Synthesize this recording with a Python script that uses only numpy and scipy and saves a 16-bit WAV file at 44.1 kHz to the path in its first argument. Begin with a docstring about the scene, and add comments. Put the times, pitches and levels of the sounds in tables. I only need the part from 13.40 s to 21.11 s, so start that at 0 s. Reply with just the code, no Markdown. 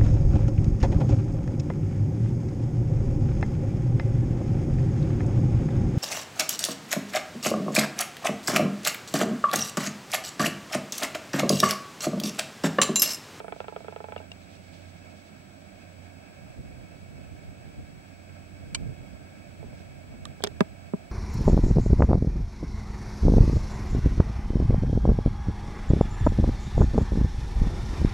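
"""Outdoors in a light breeze, on a tape camcorder's built-in stereo microphone, inches from its works.
The lens motor ticks for the first second; drive, hum and a thin whine run throughout, and leaves stir
faintly to the right. From 3 s gusts rumble on the two microphone ports, and at 5.3 s a small part snaps.
From 6.2 s fingers knock the body and click on the shell, loudest twice just after 7 s."""
import sys
import numpy as np
from scipy import signal
from scipy.fft import rfft, irfft, next_fast_len
from scipy.io import wavfile
from scipy.ndimage import uniform_filter1d

SR = 44100
rng = np.random.default_rng(int(sys.argv[2]) if len(sys.argv) > 2 else 0)


def master(y):
    """Save y as 16-bit WAV."""
    cut = np.clip(np.atleast_2d(y).T, -1, 1)
    pcm = np.round(cut * 32767)  # scale
    wavfile.write(sys.argv[1], SR, pcm.astype(np.int16))


N = 340011
T = np.arange(N) / SR
FFT_SIZE = next_fast_len(N + 8192)
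F = np.maximum(np.arange(FFT_SIZE // 2 + 1) * SR / FFT_SIZE, 1e-3)

# Table levels are relative. pan_db is left minus right; lead_rad is the left port's phase lead.
# spectrum of the open air: frequency_hz, level_db
AIR_SPECTRUM = [(15, -47), (25, -12), (96, -1), (143, -4), (284, -5), (444, -10), (632, -22), (1090, -15.5),
                (1620, -21), (2010, -25), (2260, -19), (2930, -24.5), (7000, -32.5), (9100, -50),
                (15400, -120)]
# that air between the two ports: frequency_hz, pan_db, correlation
AIR_STEREO = [(40, -6, 0.51), (130, -7.5, 0.86), (273, -6.5, 0.79), (444, 1.5, -0.54), (1100, 0.5, -0.76),
              (2000, 11, 0.16), (3500, 0, -0.052), (12000, -8, 0.52)]
# leaves stirring: peak_s, level_db, rise_s, fall_s
RUSTLES = [(.1, -68, 0.17, 0.61), (1.02, -64, 0.056, 0.1), (1.36, -61, 0.054, 0.063),
           (1.6, -66.5, 0.42, 0.72), (6.37, -67, 0.074, 0.062)]
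# wind rumble on the ports: frequency_hz, level_db
WIND_SPECTRUM = [(13, -36), (22, -8.5), (86, -3), (112, -6.5), (135, -2.5), (176, -10), (294, -14.5),
                 (332, -20.5), (520, -24), (680, -51), (1140, -120)]
# gusts: peak_s, level_db, rise_s, fall_s
GUSTS = [(3.11, -44, 0.031, .05), (3.197, -35, 0.019, 0.013), (3.28, -44, 0.038, 0.082),
         (3.75, -44.5, 0.041, 0.14), (4.12, -45, 0.069, 0.19), (4.4, -42, 0.02, .025),
         (5.14, -52, 0.048, 0.07), (5.33, -42, 0.12, 0.087), (5.44, -37.5, 0.061, 0.032),
         (5.51, -36, 0.032, 0.025), (5.615, -40.5, 0.035, 0.042), (5.78, -47, .08, .08),
         (6.21, -42.5, 0.047, 0.025), (6.29, -40, 0.036, 0.025), (6.332, -39, .008, 0.015),
         (6.51, -45.5, 0.11, 0.037), (6.73, -46.5, 0.073, 0.16), (7.12, -46.5, 0.11, 0.13)]
# swell and sag of the motor hum: time_s, level_db
HUM_LEVELS = [(.08, -75), (.24, -58.5), (.4, -62), (.77, -49.5), (1.07, -58), (1.28, -51.5), (1.58, -51),
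              (1.95, -59.5), (2.3, -58), (2.66, -50), (3.0, -58.5), (3.4, -67), (3.65, -53), (4.5, -61.5),
              (4.9, -50), (5.75, -55), (7.48, -52.5), (7.71, -61)]
# partials of the hum: pitch_ratio, level_db
HUM_PARTIALS = [(1, 12), (2.004, -31), (3.33, -19)]
# housing resonances shaken by the tape drive: pitch_hz, width_hz, level_db, pan_db, lead_rad
HOUSING_MODES = [(176.6, 50, 1, -10, 1.36), (283.5, 38, -5, -13.5, 1.5), (591.6, 106, -5.5, -10, 1.65),
                 (672.4, 128, -5.5, -11, 2), (1308, 52, -12, -7.5, 4), (1609, 155, -14, -8, 0.9),
                 (2182, 73, -20.5, -18, 2), (2239, 72, -9, -9.5, 1.7), (2430, 59, -19, 22, 1.5),
                 (2572, 12.8, -3, -2.5, -1), (3260, 91, -17, 1, 2), (4930, 680, -24.5, -3, 3)]
# resonances of the plastic shell: pitch_hz, width_hz, level_db, pan_db, lead_rad
SHELL_MODES = [(437, 32, 9.5, -2, 1.44), (515, 134, 4, -10.5, 2), (645, 82, 4.5, -10, 7),
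               (682, 88, 0.5, -7, 2), (844.4, 27, 8.5, -12, -2.5), (980, 21, -3.5, -7, -11),
               (1200, 18, -6.5, -3, 8), (1313, 107, 0, -0.5, 0.5), (1489, 132, -9.5, 28, 3),
               (1500, 71, -7, 20.5, -6), (1760, 95, -10, -2, -8.5), (2300, 67, -0.5, 4.5, 4),
               (2580, 70, -14.5, 18, 5), (2627, 130, -8, 10, 1), (3300, 360, -20, 23, -0.5),
               (3930, 830, -24, -1, 1.5)]
# resonances of the whole body on its mount: pitch_hz, width_hz, level_db, pan_db, lead_rad
BODY_MODES = [(183, 52, -1, 24.5, 2.5), (240, 52, 1.5, -8, 5), (406, 56, 0.5, -12.5, 3.5),
              (560, 78, -9.5, -7.5, 4), (631, 40, -5.5, 4, 5), (806, 46, -10.5, -11, -3.2),
              (992, 84, -14.5, -19, -6), (1200, 89, -9.5, -10, 4.5), (1300, 65, -18, -11, 4.5),
              (1710, 170, -23, -5, -2), (2060, 44, -14, 4, -3.5), (2670, 150, -13, 11, 3.5)]
# resonances of the small part that snaps: pitch_hz, width_hz, level_db, pan_db, lead_rad
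SNAP_MODES = [(1050, 50, 10, -5, 8), (1580, 240, 1.5, 6, 1.5), (2350, 120, 7, 12, 2),
              (3040, 280, 7, 4, 1.5), (4300, 340, 8.5, -5, 3), (4950, 230, -3, -3, 0.5),
              (6200, 400, 4, -2.5, 3.5), (7830, 550, 0, -10, 0.5), (9800, 260, -10, -8, 3)]
# squeak as the lens motor runs up: time_s, level_db
SQUEAK_LEVELS = [(0, -83), (.03, -71), (.11, -72), (.15, -93)]
# lens motor steps, one a frame, mostly hard and soft in turn: start_s, level_db, brightness_hz
LENS_STEPS = [(.002, -26, 3200), (0.0438, -28.5, 1200), (0.0811, -26.5, 2800), (.123, -23.5, 3180),
              (0.162, -31.5, 1600), (.2031, -22, 4500), (0.2426, -31.5, 2000), (0.2821, -24.5, 4180),
              (0.3233, -29.5, 1000), (0.3623, -23.5, 4000), (0.4047, -33, 1200), (0.445, -31.5, 1900),
              (0.4824, -25, 2300), (0.524, -30.5, 2200), (0.5617, -26, 3800), (0.6032, -28, 1700),
              (0.6416, -25.5, 3200), (.685, -28.5, 1400), (.7219, -26.5, 3200), (0.7626, -23, 4000),
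              (.8012, -32, 1800)]
# finger clicks: start_s, crack_db, low_hz, high_hz, t60_s, pan_db, shell_db,
# lower_ping_hz, lower_ping_db, upper_ping_hz, upper_ping_db, ping_pan_db
CLICKS = [(0.778, -50, 2150, 3100, 0.017, 9, -64, 2300, -43, 2800, -35, 8),
          (0.9166, -37, 1200, 8000, 0.016, -1, -37.5, 2780, -28, 3750, -38, 2),
          (6.8534, -20.5, 1200, 11200, 0.008, -6, -63, 1177, -32, 1800, -38, -7),
          (7.005, -46, 600, 1500, 0.019, -12, -40, 950, -52, 1500, -58, -12),
          (7.023, -41, 2500, 5000, 0.019, -4, -56, 3300, -47, 3700, -52, 0),
          (7.038, -4, 1200, 15400, 0.0088, -1.5, -21.5, 408, -20.5, 2170, -30, -4),
          (7.0415, -25.5, 3000, 13000, 0.014, 5, -47, 2500, -33, 5200, -27.5, -4),
          (7.0445, -27, 596, 4940, 0.024, -8, -22.5, 2290, -26, 3550, -37, 1),
          (7.0655, -38, 1500, 11000, 0.018, -3, -28, 1860, -42, 4230, -48, -3),
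          (7.0715, -23, 1100, 7700, 0.012, -5, -38, 410, -26.5, 1820, -34, -6),
          (7.206, -19.5, 2190, 12000, 0.015, -2.5, -27, 1660, -18, 2300, -24, -7)]
# tone colour of the clicks' cracks: frequency_hz, level_db
CRACK_SPECTRUM = [(180, -38), (300, 6), (411, 19), (526, 10), (744, 7.5), (877, 0.5), (1800, -11),
                  (2200, -12), (2700, -14), (3280, -2), (4200, -8.5), (4800, -8.5), (5300, -9), (6790, -12),
                  (9000, -18), (15500, -26)]
# knocks on the body: start_s, level_db, brightness_hz, shell_over_body_db, low_cut_hz
KNOCKS = [(6.228, -32.5, 395, 15, 200), (6.241, -36.5, 400, -15, 240), (6.329, -36.5, 430, 5, 100),
          (6.402, -42.5, 400, -9, 150), (6.739, -36.5, 400, 4.5, 80), (7.038, -22, 750, -11, 200),
          (7.207, -4, 1930, -21.5, 110), (7.536, -15.5, 560, -15.5, 60)]


def undb(db):
    """Decibels to gain."""
    return 10 ** (np.asarray(db) / 20)


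def level(x, db):
    """Scale to an rms level."""
    return x * undb(db) / np.sqrt(np.mean(x ** 2))


def curve(rows):
    """Join (time_s, value) rows by straight lines."""
    return np.interp(T, *np.transpose(rows))


def swells(rows, rest_db):
    """Level in dB of bell-shaped swells over a resting level."""
    power = undb(rest_db) ** 2
    for peak_s, db, rise_s, fall_s in rows:
        width_s = np.where(T < peak_s, rise_s, fall_s)
        power = power + undb(db) ** 2 * np.exp(-((T - peak_s) / width_s) ** 2)
    return 10 * np.log10(power)


def walk(rate_hz):
    """Random values held 1 / rate_hz seconds and smoothed twice; rms 1."""
    hold = int(SR / rate_hz)
    steps = np.repeat(rng.standard_normal(N // hold + 1), hold)
    return level(uniform_filter1d(uniform_filter1d(steps, hold), hold)[:N], 0)


def across(rows, column=1):
    """Join one column of a spectrum on a log-frequency axis."""
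    rows = np.array(rows, float)
    return np.interp(np.log(F), np.log(rows[:, 0]), rows[:, column])


def shape(x, response):
    """Filter by a frequency response."""
    return irfft(rfft(x, FFT_SIZE) * response, FFT_SIZE)[..., :N]


def noise(response, channels=1):
    """Unrelated noises with one frequency response."""
    return shape(rng.standard_normal((channels, N)), response)


def edge(x, hz, kind, order=2):
    """High-pass or low-pass."""
    return signal.sosfilt(signal.butter(order, min(hz, .45 * SR), kind, fs=SR, output="sos"), x + 1e-18)


def whiten(burst, bins=13):
    """Even out a burst's spectrum, fade it and give it unit energy."""
    spectrum = rfft(burst)
    flat = irfft(spectrum / np.sqrt(uniform_filter1d(np.abs(spectrum) ** 2, bins)), len(burst))
    flat *= np.linspace(1, 0, len(burst))
    return flat / np.linalg.norm(flat)


def ports(pan_db):
    """Gains at the left and right microphone ports."""
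    return undb(np.array([[pan_db], [-pan_db]]) / 2)


def mode_ports(pan_db, lead_rad):
    """A resonance reaches each port with its own strength and phase."""
    return ports(pan_db) * np.array([[np.exp(1j * lead_rad)], [1]])


def ring(modes, low_hz, order=3, size=4096):
    """One blow on a set of resonances, heard at both ports; peak 1, rolled off below low_hz."""
    f = np.arange(size // 2 + 1) * SR / size
    response = sum(undb(db) * mode_ports(pan, lead) * hz * width / (hz ** 2 - f ** 2 + 1j * f * width)
                   for hz, width, db, pan, lead in modes)
    blow = edge(irfft(response, size)[:, :size // 2], low_hz, "high", order)
    return blow / np.abs(blow).max()


def disperse(x, hz, relative_width):
    """Bending waves travel at unequal speeds, which smears a blow's first edge."""
    _, poles = signal.iirpeak(hz, 1 / relative_width, fs=SR)
    return signal.lfilter(poles[::-1], poles, x)


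def add(out, start_s, sound):
    """Mix a short sound in at a time."""
    i = max(int(start_s * SR), 0)
    out[:, i:i + sound.shape[-1]] += sound[..., :N - i]


def open_air(air_db=-53, air_top_hz=7500, hiss_db=-65, hiss_hz=9000):
    """Open air and microphone hiss; the ports share the air's bass and oppose in its middle."""
    sides = np.array([[1], [-1]])
    gain = undb(across(AIR_SPECTRUM)) * undb(sides * across(AIR_STEREO) / 2)
    correlation = np.clip(across(AIR_STEREO, column=2), -1, 1)
    shared = noise(gain * np.sqrt(1 + correlation))
    opposed = sides * noise(gain * np.sqrt(1 - correlation))
    air = edge(shared + opposed, air_top_hz, "low")
    hiss = edge(noise(1 / (1 + (F / hiss_hz) ** 2), channels=2), 14900, "low", order=10)
    return level(air, air_db) + level(hiss, hiss_db)


def leaves(gain_db=-2, pan_db=-7, flicker_db=3.5):
    """Leaves rustle faintly off to the right."""
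    rustle = edge(edge(noise(1, channels=2), 3260, "high"), 3500, "low")
    stir_db = swells(RUSTLES, rest_db=-76) + flicker_db * walk(40)
    return level(rustle, gain_db) * undb(stir_db) * ports(pan_db)


def wind(breeze_from_s=2.9, calm_db=-63.5, breeze_db=-53, strong_db=-44, buffet_db=2.5, eddy_db=-23):
    """After a calm start, gusts buffet the ports with a rumble and shed smaller, brighter eddies."""
    gust_db = swells(GUSTS, np.where(T < breeze_from_s, calm_db, breeze_db))
    force = undb(gust_db - strong_db + buffet_db * walk(28))
    rumble = edge(noise(undb(across(WIND_SPECTRUM)), channels=2), 44, "high", order=3)
    # pressure on one side of the housing is partly suction on the other
    rumble = level(rumble - 0.27 * rumble[::-1], 0)
    eddies = edge(noise(1, channels=2), 500, "low", order=4)
    eddies = level(edge(eddies, 240, "high"), eddy_db)
    return (rumble * force + eddies * force ** 0.99) * undb(strong_db) * ports(pan_db=-5)


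def circuit_whine(line_hz=15625, frame_hz=25, line_db=-81, half_db=-71):
    """The picture circuit whines at its line rate and at half of it; the lower tone flips every frame."""
    flip = np.tanh(12 * np.sin(np.pi * frame_hz * T))
    half_tone = flip * np.sin(np.pi * line_hz * T)
    return level(half_tone, half_db) + level(np.sin(2 * np.pi * line_hz * T), line_db)


def motor_hum(pitch_hz=90.6, wander=0.0033, gain_db=-2, pan_db=-12):
    """The motor's low note swells and sags at a nearly steady pitch."""
    phase = 2 * np.pi * np.cumsum(pitch_hz * (1 + wander * walk(12))) / SR
    tone = sum(undb(db) * np.sin(ratio * phase) for ratio, db in HUM_PARTIALS)
    return level(tone, gain_db) * undb(curve(HUM_LEVELS)) * ports(pan_db)


def tape_drive(level_db=-51, flutter_db=1.0, swell_db=0.37):
    """Tape and gears rub unevenly and keep the housing ringing around the microphone."""
    spectrum = np.zeros((2, len(F)), complex)
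    for hz, width_hz, mode_db, pan, lead in HOUSING_MODES:
        broad_hz = max(1.5 * width_hz, .06 * hz)
        near = np.abs(F - hz) < 10 * broad_hz
        resonance = 1 / (1 + 1j * (F[near] ** 2 - hz ** 2) / (F[near] * broad_hz)) ** 2
        friction = rng.standard_normal(2 * len(F)).view(complex)[near]
        gain = undb(mode_db) * np.sqrt(width_hz / broad_hz)
        spectrum[:, near] += friction * gain * resonance * mode_ports(pan, lead)
    whirr = level(irfft(spectrum, FFT_SIZE)[:, :N], level_db)
    return whirr * undb(flutter_db * walk(30) + swell_db * walk(4.83))


def lens_squeak(pitch_hz=9300, width_hz=650, pan_db=-9):
    """The lens gears sing briefly in a narrow high band."""
    band = noise(1 / (1 + ((F - pitch_hz) / width_hz) ** 2))
    return level(band, 0) * undb(curve(SQUEAK_LEVELS)) * ports(pan_db)


def lens_motor(gain_db=2, grit_db=-6.5, grit_t60_s=0.058, detune=0.01, colour_db=1.5, size=2048):
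    """Each step meets a new gear tooth: a tap with its own mix of shell modes, a scrape, a body nudge."""
    out, t = np.zeros((2, N)), np.arange(size) / SR
    nudge = undb(-21) * edge(ring(BODY_MODES, low_hz=110), 300, "low")
    for start_s, step_db, brightness_hz in LENS_STEPS:
        scatter = rng.standard_normal((len(SHELL_MODES), 2))
        modes = [(hz * (1 + detune * sharper), width, db + colour_db * louder, pan, lead)
                 for (hz, width, db, pan, lead), (sharper, louder) in zip(SHELL_MODES, scatter)]
        shell = disperse(ring(modes, low_hz=420, order=6), hz=1000, relative_width=0.54)
        scrape = rng.standard_normal(size) * undb(-60 * t / grit_t60_s)
        push = edge((t == 0) + undb(grit_db) * scrape / np.linalg.norm(scrape), brightness_hz, "low")
        tap = signal.fftconvolve(shell + nudge, push[None], axes=1)
        add(out, start_s, undb(step_db + gain_db) * tap / np.abs(tap).max())
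    return edge(out, 4500, "low", order=4)


def finger_slide(peak_s=8.0, peak_db=-62, rise_s=0.1, fall_s=0.16, grain_db=4):
    """A finger barely starts to slide on the shell; the scene ends before the swell peaks."""
    friction = edge(edge(noise(1, channels=2), 2000, "high"), 6000, "low")
    slide = level(friction * undb(grain_db * walk(200)), 0)
    return slide * undb(swells([(peak_s, peak_db, rise_s, fall_s)], -np.inf))


def part_snap(start_s=5.3474, gain_db=-11.5, chatter_db=2, t60_s=0.028, rise_s=0.0013, size=2048):
    """A small stiff part lets go with one dry snap; a brief chatter swells and dies after it."""
    out, t = np.zeros((2, N)), np.arange(size) / SR
    chatter = rng.standard_normal(size) * undb(-60 * t / t60_s) * (1 - np.exp(-t / rise_s))
    push = (t == 0) + undb(chatter_db) * whiten(chatter)
    part = disperse(ring(SNAP_MODES, low_hz=940, order=6), hz=3000, relative_width=0.35)
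    snap = signal.fftconvolve(part, push[None], axes=1)
    add(out, start_s, undb(gain_db) * edge(snap, 10500, "low", order=8))
    return out


def finger_clicks(shell, rise_s=0.00098, ping_t60_s=0.036, size=8192):
    """Plastic parts slip under a finger: a dense crack, two pings of the part, a short shell ring."""
    cracks, rings, t = np.zeros((2, N)), np.zeros((2, N)), np.arange(size) / SR
    attack = 1 - np.exp(-t / rise_s)
    for (start_s, crack_db, low_hz, high_hz, t60_s, pan_db, shell_db,
         lower_hz, lower_db, upper_hz, upper_db, ping_pan_db) in CLICKS:
        crack = edge(rng.standard_normal((2, size)), low_hz, "high", order=3)
        crack = level(edge(crack, high_hz, "low", order=4), crack_db)
        add(cracks, start_s, crack * undb(-60 * t / t60_s) * attack * ports(pan_db))
        for hz, ping_db in ((lower_hz, lower_db), (upper_hz, upper_db)):
            ping = np.imag(mode_ports(ping_pan_db, lead_rad=1.8) * np.exp(2j * np.pi * hz * t))
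            ring_s = ping_t60_s * np.sqrt(1000 / hz)  # ping_t60_s holds at 1 kHz; higher dies sooner
            add(rings, start_s, ping * undb(ping_db - 60 * t / ring_s) * attack)
        add(rings, start_s, undb(shell_db) * shell)
    colour = undb(across(CRACK_SPECTRUM))
    colour /= colour[(F > 1000) & (F < 8000)].mean()
    return shape(cracks, colour) + rings


def body_knocks(shell, gain_db=2):
    """The body thuds on its mount and the shell sounds with it; softer contacts leave the low modes."""
    out, body = np.zeros((2, N)), ring(BODY_MODES, low_hz=152)
    for start_s, knock_db, brightness_hz, shell_db, low_cut_hz in KNOCKS:
        blow = disperse(body + undb(shell_db) * shell, hz=1100, relative_width=0.63)
        thud = edge(edge(blow, brightness_hz, "low"), low_cut_hz, "high")
        add(out, start_s, undb(knock_db + gain_db) * thud / np.abs(thud).max())
    return out


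def scene():
    """The camera's works, the hand on it and the outdoors, as they reach the two ports."""
    shell = ring(SHELL_MODES, low_hz=410)
    works = tape_drive() + motor_hum() + circuit_whine() + lens_motor() + lens_squeak()
    handling = finger_clicks(shell) + part_snap() + finger_slide() + body_knocks(shell)
    outdoors = open_air() + wind() + leaves()
    return works + handling + outdoors


def record(dry, top_hz=15900):
    """The recorder rounds the loudest peaks and cuts the top."""
    return signal.sosfilt(signal.ellip(10, .1, 70, top_hz, fs=SR, output="sos"), np.tanh(dry))


dry = scene()
out = record(dry)
master(out)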